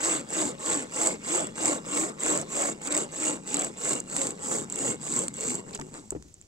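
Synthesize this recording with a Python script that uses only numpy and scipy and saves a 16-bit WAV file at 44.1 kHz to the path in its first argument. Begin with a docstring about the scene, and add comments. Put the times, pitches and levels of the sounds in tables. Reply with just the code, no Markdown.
"""A buzzing, rasping hand chain saw is pulled to and fro through a dead log, three strokes a second.
One train of teeth, faster in mid-stroke, drives the log's thrum, noise of torn fibres and ringing steel links.
Caught links snap free with clinks; at last dry cracks, splintering, knocks and snow puffs end the cut.
Noise bursts, damped sines and shaped noise make these events, over faintly stirring forest air."""
import sys
import numpy as np
from scipy import signal
from scipy.fft import rfft, irfft, next_fast_len
from scipy.io import wavfile
from scipy.ndimage import uniform_filter1d, map_coordinates

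SR = 44100
rng = np.random.default_rng(int(sys.argv[2]) if len(sys.argv) > 2 else 0)


def wav_record(signal):
    """Record a signal, one row per channel, as 16-bit PCM in the file named by sys.argv[1]."""
    frames = np.transpose(np.atleast_2d(signal))
    bounded = np.clip(frames, -1, 1)
    # unit amplitude maps onto the largest positive 16-bit level
    quanta = np.round(bounded * 32767).astype(np.int16)
    wavfile.write(sys.argv[1], SR, quanta)


N = 285325

# all levels and gains below are relative until the layers are mixed
FREE_S, SETTLE_DB_PER_S = 6.0, 71  # the freed chain comes to rest

# pulls: start_s, length_s, hardest_moment [share of length], chain_level_db, log_level_db, log_pitch_hz
PULLS = [(-.035, 0.2478, 0.505, -29, -33, 305.2), (.292, 0.23, 0.47, -30.5, -31.5, 315),
         (.594, 0.25, 0.527, -30.5, -33.5, 300), (.919, 0.23, 0.516, -29.5, -32, 305),
         (1.237, 0.24, 0.453, -30, -32.5, 304.7), (1.56, 0.22, 0.54, -29.5, -30, 299.9),
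         (1.862, 0.24, 0.51, -30.5, -32, 314.2), (2.197, 0.23, 0.43, -29, -30.5, 298.2),
         (2.492, 0.24, 0.53, -30, -32.5, 299.5), (2.825, 0.227, 0.568, -30, -32.5, 305),
         (3.12, .25, .64, -31.5, -33.5, 298.1), (3.465, 0.23, 0.449, -31.5, -34, 309.8),
         (3.774, 0.2294, 0.6, -30.5, -34.5, 300.1), (4.08, 0.25, 0.56, -32.5, -35.5, 305.4),
         (4.395, 0.25, 0.5574, -31.5, -35, 294.5), (4.703, 0.2539, 0.68, -31, -33, 300.2),
         (5.012, 0.2666, 0.63, -31, -35.5, 295.3), (5.343, 0.2655, 0.53, -32.5, -36, 290.2),
         (5.66, 0.111, .9, -45, -46.5, 279.8), (5.93, 0.092, .26, -47, -52, 270.6)]
# deepening cut, chain slows: time_s, full_speed_teeth_per_s, fibre_rasp_over_chain_db
CUT_PROGRESS = [(0, 338.8, -7), (1.8, 316.4, -7.5), (3.7, 305.5, -9.5), (4.6, 261.3, -11),
                (5.45, 255, -11.5), (5.95, 201, -6)]
# teeth chatter over hard fibres: start_s, end_s
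CHATTER_SPELLS = [(2.87, 2.98), (3.53, 3.63), (4.7, 4.77), (5.7, 5.8)]
# ring of the steel links: frequency_hz, gain_db
LINK_SPECTRUM = [(800, -79), (3500, -33.5), (5500, -21.5), (6300, -16.5), (7100, -4.5), (7750, 1.5),
                 (8400, -6.5), (8850, -26), (9080, -13), (9650, -35.5), (11300, -37), (12300, -33),
                 (13400, -43), (15500, -40)]
# torn fibres: frequency_hz, gain_db
FIBRE_SPECTRUM = [(40, -55), (400, -17.5), (750, -2.5), (1150, -1), (1600, -6), (2200, -5.5), (2600, -9.5),
                  (3100, -11.5), (4600, -13.5), (6000, -11), (7800, -16), (13000, -33.5)]


def sawing():
    """One train of teeth drives the log, the tearing fibres and the links."""
    start_s, _, _, chain_db, log_db, _ = np.transpose(PULLS)
    cut_s, _, fibre_db = np.transpose(CUT_PROGRESS)
    rasp_db = chain_db + np.interp(start_s, cut_s, fibre_db)
    thrum_gain = pulled(log_db, start_db=18.4, end_db=8.7, lag=.054, attack_s=.019, release_s=.085, rest_db=-49.5)
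    rasp_gain = pulled(rasp_db, start_db=11, end_db=12, lag=0, attack_s=.27, release_s=.15, rest_db=-64.5)
    ring_gain = pulled(chain_db, start_db=13.3, end_db=13.9, lag=.005, attack_s=.0132, release_s=.0076, rest_db=-56)

    speed, teeth_s = chain_motion()
    depth = np.clip(rng.standard_normal(len(teeth_s)), -1.5, 1.5)
    jamming = np.clip(wobble(rate_hz=55), -2, 1.5)  # chips jam and clear in the cut
    sliding = chatter_slide()

    rasp = fibre_rasp(teeth_s, depth, speed, jamming)
    chips = torn_chips(teeth_s)
    ring = link_ring(teeth_s, depth, speed, jamming)
    thrum = log_thrum(teeth_s, depth, speed, thrum_gain)
    fibres = rasp_gain * (amp(-1.0) * sliding * rasp + chips)
    links = ring_gain * sliding * (amp(-0.9) * ring + nicks(teeth_s))
    return thrum + fibres + links


def pulled(peak_db, start_db, end_db, lag, attack_s, release_s, rest_db):
    """Gain of one voice: teeth take hold, swell to the hardest moment, ease off and let go.

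    start_db and end_db lie under the peak; lag is a share of the pull; attack and release take 20 dB.
    """
    swell_power = 1.74  # roundness
    t = np.arange(N) / SR
    # the chain shifts in the cut between pulls
    power = amp(rest_db - SETTLE_DB_PER_S * np.maximum(t - FREE_S, 0)) ** 2
    for (start_s, length_s, hardest, *_), db in zip(PULLS, peak_db):
        progress = (t - start_s) / length_s
        apex = np.clip(hardest + lag, .1, .9)
        rising = progress < apex
        from_apex = np.abs((progress - apex) / np.where(rising, apex, 1 - apex))
        sag_db = np.where(rising, start_db, end_db) * from_apex ** swell_power
        before = np.maximum(start_s - t, 0) / attack_s
        after = np.maximum(t - start_s - length_s, 0) / release_s
        power = power + amp(np.maximum(db - sag_db - 20 * (before + after), -200)) ** 2
    return np.sqrt(power)


def chain_motion(slowest=.27, arch=.85, wander=.055, turn_lead_s=.032):
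    """The chain turns just before each pull and speeds up unevenly; a tooth bites at each pitch passed."""
    t = np.arange(N) / SR
    turns_s = np.transpose(PULLS)[0] - turn_lead_s
    cut_s, teeth_per_s, _ = np.transpose(CUT_PROGRESS)
    stroke = np.interp(t, np.append(turns_s, FREE_S + turn_lead_s), np.arange(len(turns_s) + 1))
    speed = slowest + (1 - slowest) * np.abs(np.sin(np.pi * stroke)) ** arch  # share of full speed
    drag = 1 + wander * wobble(rate_hz=35)
    travel = np.cumsum(np.interp(t, cut_s, teeth_per_s) * speed * drag) / SR  # in tooth pitches
    return speed, np.flatnonzero(np.diff(np.floor(travel))) / SR


def bites(times_s, depth, jitter_s, spread_db):
    """Impulses at the teeth, uneven in time and sized by the depth of each bite."""
    late, own = rng.standard_normal((len(times_s), 2)).T
    return impulses(times_s + jitter_s * late, amp(spread_db * (depth + 0.78 * own)))


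def chatter_slide(skip_db=4.5):
    """A chattering chain skips, so the sliding between its catches is quieter and stutters."""
    t = np.arange(N) / SR
    spells = sum(1. * ((t > start_s) & (t < end_s)) for start_s, end_s in CHATTER_SPELLS)
    skipping = uniform_filter1d(spells, size=600)
    return amp(skip_db * skipping * (np.clip(wobble(rate_hz=160), -2, 1) - 1))


# log driven by the teeth while stiff: frequency_hz, gain_db
STIFF_LOG_SPECTRUM = [(50, -44.5), (95, -23), (145, -9), (240, -4), (295, 4.5), (365, 2), (430, -2.5),
                      (484, 2.5), (560, -2.5), (630, -1.5), (760, -13), (860, -11.5), (1100, -13),
                      (2000, -28.5), (6000, -84.5)]
# log driven by the teeth when nearly cut through: frequency_hz, gain_db
WEAK_LOG_SPECTRUM = [(50, -43), (100, -13.5), (140, 3.5), (215, -4), (290, 8), (390, 2.5), (480, 3),
                     (600, -4), (800, -11), (1100, -10), (2000, -34), (6000, -70)]


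def log_thrum(teeth_s, depth, speed, gain):
    """The teeth push and grind the log; its voice arches with each pull and changes as the cut weakens it."""
    reference_hz, slack_sag, pitch_wander = 295, .2, .07
    grind_share = 0.91
    t = np.arange(N) / SR
    start_s, length_s, *_, pitch_hz = np.transpose(PULLS)
    pitch = np.interp(t, start_s + length_s / 2, pitch_hz) / reference_hz
    pitch = pitch * (1 - slack_sag * (1 - speed)) * (1 + pitch_wander * wobble(rate_hz=28))
    log_clock_s = np.cumsum(pitch) / SR  # the log's vibration runs faster or slower with its pitch

    push = bites(np.interp(teeth_s, t, log_clock_s), depth, jitter_s=.00025, spread_db=2.5)
    grind = unit_rms(fading(push, life_s=0.009) * noise())
    push_ac = unit_rms(push - uniform_filter1d(push, size=600))
    drive = push_ac * [[1], [.5]] + grind_share * grind

    def voice(spectrum):
        """The driven log, read back on its own clock."""
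        return np.array([map_coordinates(v, [log_clock_s * SR], order=1) for v in coloured(drive, spectrum)])

    cut = np.interp(t, [3.3, 4.7], [0, 1])
    mixed = (1 - cut) * voice(STIFF_LOG_SPECTRUM) + cut * voice(WEAK_LOG_SPECTRUM)
    thrum = steady(patchy(mixed, depth_db=3, size=1024, count=3, order=5))

    # the low bending modes ring on after each stroke
    swell = np.sqrt(fading(gain ** 2, life_s=0.1011) / (.08 * SR))
    swell = swell * amp(-SETTLE_DB_PER_S * np.maximum(t - FREE_S, 0))
    bending_spectrum = [(60, -47.5), (115, -20.5), (142, -2.5), (180, 0.0), (225, -1.0), (330, -30.0), (1500, -74)]
    bending = unit_rms(coloured(noise(), bending_spectrum))
    return amp(-.5) * gain * thrum + amp(-13.5 + 3.88 * cut) * swell * bending


def fibre_rasp(teeth_s, depth, speed, jamming):
    """Noise of tearing: a fast chain strikes tooth by tooth, a slow one only slides."""
    strikes = unit_rms(fading(bites(teeth_s, depth, jitter_s=.0005, spread_db=3), life_s=.0016))
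    tear = (speed * strikes + .5) * noise()
    tear = patchy(tear, depth_db=3, size=1024, count=3, order=9)
    tear = patchy(tear, depth_db=3, size=256, count=4, order=4)
    rasp = steady(coloured(seated(tear), FIBRE_SPECTRUM))
    return rasp * amp(1.2 * jamming + 0.38 * wobble(rate_hz=90))


# narrow resonances of log and taut chain: frequency_hz, strength_db
BODY_MODES = [(857.6, 7), (1087.4, 1), (2190, 0), (2800, 5), (3380, 0.5), (3760, 5), (4030, 0), (4345, 3),
              (4770, 2.5), (5130, -1)]


def seated(x, shift_share=.007, strength_spread_db=4, q=50):
    """x through the resonances of log and chain, which each pull seats anew in pitch and strength."""
    edges = [0, *(np.transpose(PULLS)[0][1:] * SR).astype(int), N]
    mode_hz, mode_db = np.transpose(BODY_MODES)
    out = np.zeros((2, N + SR))
    f = np.fft.rfftfreq(SR, 1 / SR)[:, None]
    for a, b in zip(edges, edges[1:]):
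        shift, loud = np.clip(rng.standard_normal((2, len(mode_hz))), -1.5, 1.5)
        centre_hz = mode_hz * (1 + shift_share * shift)
        loss = 1j * f * centre_hz / q
        resonances = amp(mode_db + strength_spread_db * loud) * loss / (centre_hz ** 2 - f ** 2 + loss)
        response = 1 + np.sum(resonances, axis=1)
        out[:, a:a + SR] += irfft(rfft(x[:, a:b], SR) * response, SR)
    return out[:, :N]


def torn_chips(teeth_s, level_db=-0.5, chatter_extra_db=5.5):
    """Each tooth tears out a chip, heard as a tiny damped ring, louder in the chatter."""
    chatter = sum((teeth_s > start_s) & (teeth_s < end_s) for start_s, end_s in CHATTER_SPELLS)
    return splintered(teeth_s, amp(level_db + chatter_extra_db * chatter), 2686, life_s=0.0015, spread=0.464)


def link_ring(teeth_s, depth, speed, jamming):
    """Each tooth makes its steel link tick; sliding keeps the links ringing between bites."""
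    strikes = unit_rms(fading(bites(teeth_s, depth, jitter_s=.0004, spread_db=2), life_s=.001))
    tick = (speed * strikes + .5) * noise()
    tick = patchy(tick, depth_db=3, size=1024, count=4, order=6)
    ring = steady(dispersed(coloured(tick, LINK_SPECTRUM)))
    return ring * amp(1.2 * jamming + 1.0 * wobble(rate_hz=25))


def dispersed(x, lag_s=0.001788):
    """Along the chain the highest ripples travel slowest, so every tick is a tiny rising chirp."""
    def response(hz):
        lag_share = np.clip((hz - 5000) / 3000, 0, 1.5)  # lag_s at 8 kHz, half as much again at most
        phase = 2 * np.pi * lag_s * np.cumsum(lag_share) * hz[1]
        return np.exp(-1j * phase)
    return filtered(x, response)


def nicks(teeth_s, level_db=-7.5, spread_db=4.5):
    """Clean clicks of single links on hard fibres, most faint and a few sharp."""
    sizes = amp(spread_db * np.clip(rng.standard_normal(len(teeth_s)), -2, 2))
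    return amp(level_db) * unit_rms(coloured(impulses(teeth_s, sizes) * [[1], [.5]], LINK_SPECTRUM))


# a link snags and snaps free: time_s, clink_level_db, wood_level_db
SNAG_EVENTS = [(0.0556, -23, -36), (0.3378, -19, -44), (1.015, -15, -38), (1.0316, -17, -37.5),
               (1.0585, -17.5, -36.5), (1.0614, -16, -42), (1.071, -9, -31), (1.4694, -24, -44),
               (1.6561, -9, -37.5), (1.9738, -17, -33), (2.2047, -19.5, -44.5), (2.2335, -16, -37),
               (2.2618, -14, -38), (2.3, -19, -40), (2.3745, -12.5, -38.5), (2.4135, -19.5, -42),
               (2.8174, -27, -50), (2.8722, -16.5, -38), (2.9241, -15.5, -33), (2.9491, -13, -34),
               (2.966, -11, -35), (2.9758, -9, -36.5), (3.4755, -27, -43), (3.5428, -9, -31),
               (3.5684, -14, -35), (3.5926, -12, -36), (3.6097, -17, -40), (3.619, -15.5, -36),
               (3.6455, -15, -39), (3.9316, -15, -33), (4.0014, -16, -52.5), (4.098, -26, -47),
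               (4.1648, -12.5, -31), (4.2157, -14.5, -32.5), (4.2693, -14, -39), (4.3052, -23, -43.5),
               (4.6991, -21, -46), (4.7231, -18.5, -48.5), (4.7576, -16, -42), (4.789, -18, -38),
               (5.0144, -30, -52), (5.163, -12, -41), (5.19, -13, -43.5), (5.2815, -15, -37),
               (5.3395, -25, -48), (5.407, -17, -43), (5.4385, -18, -40.5), (5.5528, -15, -46.5),
               (5.7483, -20, -42), (6.105, -15, -46), (6.119, -31, -60), (6.3409, -34, -75.5),
               (6.4128, -35, -60)]
# dry click of wood: frequency_hz, gain_db
CLICK_SPECTRUM = [(500, -16), (5600, 1), (8000, -4), (10500, -27)]


def snags():
    """A caught link snaps free: one sharp clink, a brief rattle, a dry click of wood and a little splintering."""
    snap_db, rattle_db, click_db, splinter_db = 22, 20.5, 27.5, 28.5
    time_s, clink_db, wood_db = np.transpose(SNAG_EVENTS)
    snap = impulses(time_s + .0006, amp(clink_db)) * [[1], [.3]]
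    click = impulses(time_s + .0006, amp(wood_db)) * [[1], [.3]]
    rattle = bursts(zip(time_s + .001, clink_db), life_s=.00163)
    splinters = bursts(zip(time_s, wood_db), life_s=.0018)
    steel = coloured(amp(snap_db) * snap + amp(rattle_db) * rattle, LINK_SPECTRUM)
    wood_click = amp(click_db) * coloured(click, CLICK_SPECTRUM)
    return steel + wood_click + amp(splinter_db) * coloured(splinters, FIBRE_SPECTRUM)


# fibres and twigs break: time_s, level_db
CRACK_EVENTS = [(5.709, -47), (5.753, -40), (5.757, -39.5), (5.776, -48), (5.798, -41), (5.8135, -38),
                (5.941, -43.5), (6.225, -47.5)]


def cracks():
    """Breaking fibres and twigs: very short puffs of broadband noise."""
    spectrum = [(100, -9.0), (700, 7.0), (3000, -9.5), (8000, 8.0), (10000, -12), (15000, -24)]
    return amp(23.5) * coloured(bursts(CRACK_EVENTS, life_s=.001), spectrum)


# log shifts, gives way and lands: time_s, knock_level_db, knock_pitch_hz, log_ring_level_db, snow_puff_level_db
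THUD_EVENTS = [(1.866, -30, 480, -47.5, -61.5), (2.395, -37.5, 180, -40, -63.5),
               (5.668, -36, 212, -50, -60), (5.791, -31, 900, -41.5, -48), (5.7998, -29, 332, -42, -49),
               (5.813, -25, 270, -38, -44), (6.122, -26, 385, -46, -35), (6.150, -24.5, 439, -45, -40),
               (6.162, -23, 305, -45, -40), (6.198, -39, 170, -45.5, -60), (6.25, -40, 289, -53, -58)]
# log ringing after a blow: frequency_hz, level_db, t60_s
LOG_RING_MODES = [(157, 0, 0.32), (211.2, 0, 0.16), (368, -6, 0.4), (430, -10, 0.11), (792, -14.5, .07),
                  (918, -17, 0.061), (1060, -15.5, 0.055)]


def thuds():
    """Dull knocks of the falling log, its modal ring, the frozen ground's boom and puffs of snow."""
    knock_t60_s, attack_s = 0.046, 0.002
    ground_hz, ground_db, ground_t60_s = 68.8, -5, 0.3
    t = np.arange(SR // 2) / SR

    def damped(hz, db, t60_s):
        """Decaying sine."""
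        return amp(db - 60 * t / t60_s) * np.sin(2 * np.pi * hz * t)

    ring = sum(damped(hz, db, t60_s) for hz, db, t60_s in LOG_RING_MODES)
    boom = damped(ground_hz, ground_db, ground_t60_s)
    onset = 1 - np.exp(-t / attack_s)
    knocks = np.zeros(N + SR)
    for time_s, knock_db, knock_hz, ring_db, puff_db in THUD_EVENTS:
        blow = damped(knock_hz, knock_db, knock_t60_s) + amp(ring_db) * ring + amp(puff_db) * boom
        knocks[round(time_s * SR):][:len(t)] += blow * onset
    puffs = bursts([(time_s, puff_db) for time_s, *_, puff_db in THUD_EVENTS], life_s=0.0064)
    snow = coloured(puffs, [(30, 2), (80, 12), (450, 7.5), (1300, -10), (4000, -29), (12000, -45.5)])
    return amp(-2.5) * knocks[:N] + amp(31.5) * snow


# last fibres splinter: start_s, length_s, splinter_level_db, middle_pitch_hz
CRUNCH_EVENTS = [(5.659, .035, -52, 899.5), (5.732, 0.0347, -44.5, 4485), (5.789, .016, -42, 950),
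                 (5.81, .012, -46, 1510), (5.935, .055, -51, 802)]


def crunches(splinters_per_s=1100):
    """Dense runs of woody splinters as the log tears apart."""
    out = np.zeros((2, N))
    for start_s, length_s, db, hz in CRUNCH_EVENTS:
        times_s = start_s + length_s * rng.random(int(length_s * splinters_per_s))
        out += splintered(times_s, np.full(len(times_s), amp(db)), hz, life_s=0.0013, spread=0.45)
    return out


# crumbs of bark and snow: frequency_hz, gain_db
CRUMB_SPECTRUM = [(100, -19), (400, 0), (1500, -11), (3500, -8), (7500, -4), (10000, -13), (15000, -24)]


def crumbs(start_s=5.65, end_s=6.46, crumbs_per_s=55, level_db=-34, spread_db=8):
    """Small irregular ticks of bark and snow falling as the log parts."""
    moment, size = rng.random((int(crumbs_per_s * (end_s - start_s)), 2)).T
    times_s = np.interp(moment, [0, 1], [start_s, end_s])
    rows = zip(times_s, level_db + spread_db * (2 * size - 1))
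    return coloured(bursts(rows, life_s=0.0028), CRUMB_SPECTRUM)


def trunk_echo(x):
    """The trunks answer with a dense, fast-dying tail of echoes."""
    return amp(-21) * scattered(x, t60_s=.25)


# still forest air: frequency_hz, gain_db
AIR_SPECTRUM = [(20, -7.5), (70, 0), (150, -5), (400, -12.5), (1000, -29), (3000, -32), (7500, -19),
                (10000, -37), (16000, -47)]


def forest_air():
    """Shaped noise whose level stirs slightly."""
    return amp(-58.5 + 1.2 * wobble(rate_hz=14)) * unit_rms(coloured(noise(), AIR_SPECTRUM))


# stereo width: frequency_hz, side_minus_mid_db
WIDTH_CURVE = [(60, -14), (92, -15), (140, -12), (210, -17), (330, -8.5), (500, -1), (770, -4.5), (1170, 2),
               (1790, 5.5), (2740, 3), (4190, -1.5), (6410, -4.5), (9810, -3.5), (15000, 10)]
# stereo balance: frequency_hz, left_minus_right_db
BALANCE_CURVE = [(60, 3.5), (110, 5.5), (200, 3), (380, 4.5), (700, -1.5), (1290, 3.5), (2380, -1),
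                 (4400, 0), (6500, -9), (8120, 0.5), (15000, -1)]


def spaced_pair(sound, diffuse):
    """Direct sound reaches two microphones out of step; diffuse sound differs between them."""
    diffuse = np.clip(diffuse, 0, 1)
    mid, stray = sound
    blend = np.sqrt(1 - diffuse) * mid + np.sqrt(diffuse) * stray
    side = filtered(blend, lambda hz: -1j * amp(on_log_axis(WIDTH_CURVE, hz)))
    pair = np.array([mid + side, mid - side])
    return filtered(pair, lambda hz: amp(np.outer([.5, -.5], on_log_axis(BALANCE_CURVE, hz))))


def amp(db):
    """Decibels to gain."""
    return 10 ** (np.asarray(db) / 20)


def unit_rms(x):
    """Scale to rms 1."""
    return x / np.sqrt(np.mean(x ** 2) + 1e-20)


def steady(x):
    """Scale to rms 1 over every few hundredths of a second."""
    power = uniform_filter1d(uniform_filter1d(x ** 2, size=2000), size=2000)
    return x / np.sqrt(np.abs(power) + 1e-12)


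def on_log_axis(points, hz):
    """(Hz, value) points read on a log frequency axis."""
    f, v = np.transpose(points)
    return np.interp(np.log(hz + 1), np.log(f + 1), v)


def filtered(x, response):
    """x times a complex response of frequency."""
    m = next_fast_len(N + SR // 2)
    return irfft(rfft(x, m) * response(np.fft.rfftfreq(m, 1 / SR)), m)[..., :N]


def coloured(x, spectrum, size=4096):
    """Minimum-phase filter with the given spectrum: it rings only after each blow."""
    gain = amp(on_log_axis(spectrum, np.fft.rfftfreq(size, 1 / SR)))
    cepstrum = irfft(np.log(gain + 1e-6))
    cepstrum[1:size // 2] *= 2
    cepstrum[size // 2 + 1:] = 0
    kernel = irfft(np.exp(rfft(cepstrum)))
    return signal.oaconvolve(np.atleast_2d(x), kernel[None], axes=1)[:, :N]


def patchy(x, depth_db, size, count, order):
    """x with drifting patches of colour, count bins wide and order frames long, in frames of size samples."""
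    z = signal.stft(x, nperseg=size)[2]
    field = uniform_filter1d(rng.standard_normal(z.shape[1:]), count, 0)
    field = uniform_filter1d(field, order, 1)
    return signal.istft(z * amp(depth_db * np.clip(unit_rms(field), -2, 2)), nperseg=size)[1][:, :N]


def impulses(times_s, sizes):
    """One impulse of each size at each time."""
    return np.bincount(np.clip(times_s * SR, 0, N).astype(int), sizes, N + 1)[:N]


def fading(x, life_s):
    """Each impulse becomes a jump that decays to 1/e in life_s."""
    return signal.lfilter([1], [1, -np.exp(-1 / (life_s * SR))], x)


def noise():
    """Two unrelated noises: one for the direct sound, one for the diffuse sound."""
    return rng.standard_normal((2, N))


def wobble(rate_hz):
    """A random curve of straight segments with rate_hz knots a second."""
    return np.interp(np.arange(N) * rate_hz / SR, np.arange(1000), rng.standard_normal(size=1000))


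def bursts(events, life_s):
    """A short noise puff for each (s, dB) row, direct and diffuse, with that energy."""
    t = np.arange(SR // 20) / SR
    out = np.zeros((2, N + SR))
    for time_s, db, *_ in events:
        puff = rng.standard_normal((2, len(t))) * np.exp(-t / life_s)
        puff = puff / np.linalg.norm(puff, axis=1, keepdims=True)
        out[:, round(time_s * SR):][:, :len(t)] += amp(db) * puff
    return out[:, :N]


def splintered(times_s, sizes, hz, life_s, spread):
    """Each splinter is a tiny damped ring at a pitch of its own, direct and diffuse."""
    pitch, loud, stray = np.clip(rng.standard_normal((len(times_s), 3)), -1.8, 1.8).T
    t = np.arange(SR // 100) / SR
    pitch_hz = hz * np.exp(spread * pitch)
    peaks = sizes * amp(3.06 * loud)
    rings = peaks[:, None] * np.exp(-t / life_s) * np.sin(2 * np.pi * pitch_hz[:, None] * t)
    at = (np.round(times_s * SR).astype(int)[:, None] + np.arange(len(t))).ravel()
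    return np.array([np.bincount(at, r.ravel(), N)[:N] for r in (rings, rings * stray[:, None])])


def scattered(x, t60_s):
    """x smeared by a dense tail of random echoes, a different one on each of two channels."""
    t = np.arange(SR // 2) / SR
    tail = rng.standard_normal((2, len(t))) * np.exp(-np.log(1000) * t / t60_s)
    return signal.fftconvolve(np.atleast_2d(x), tail / np.linalg.norm(tail[0]), axes=1)[:, :N]


def scene():
    """Saw and log close by, a faint answer from the trunks, and faintly stirring air."""
    near = sawing() + snags() + cracks() + thuds() + crunches() + crumbs()
    return spaced_pair(near + forest_air(), diffuse=0.69) + trunk_echo(near[0])


def record(dry, top_hz=15950):
    """The recorder keeps nothing above its band limit."""
    return filtered(dry, lambda hz: hz < top_hz)


dry = scene()
out = record(dry)
wav_record(out)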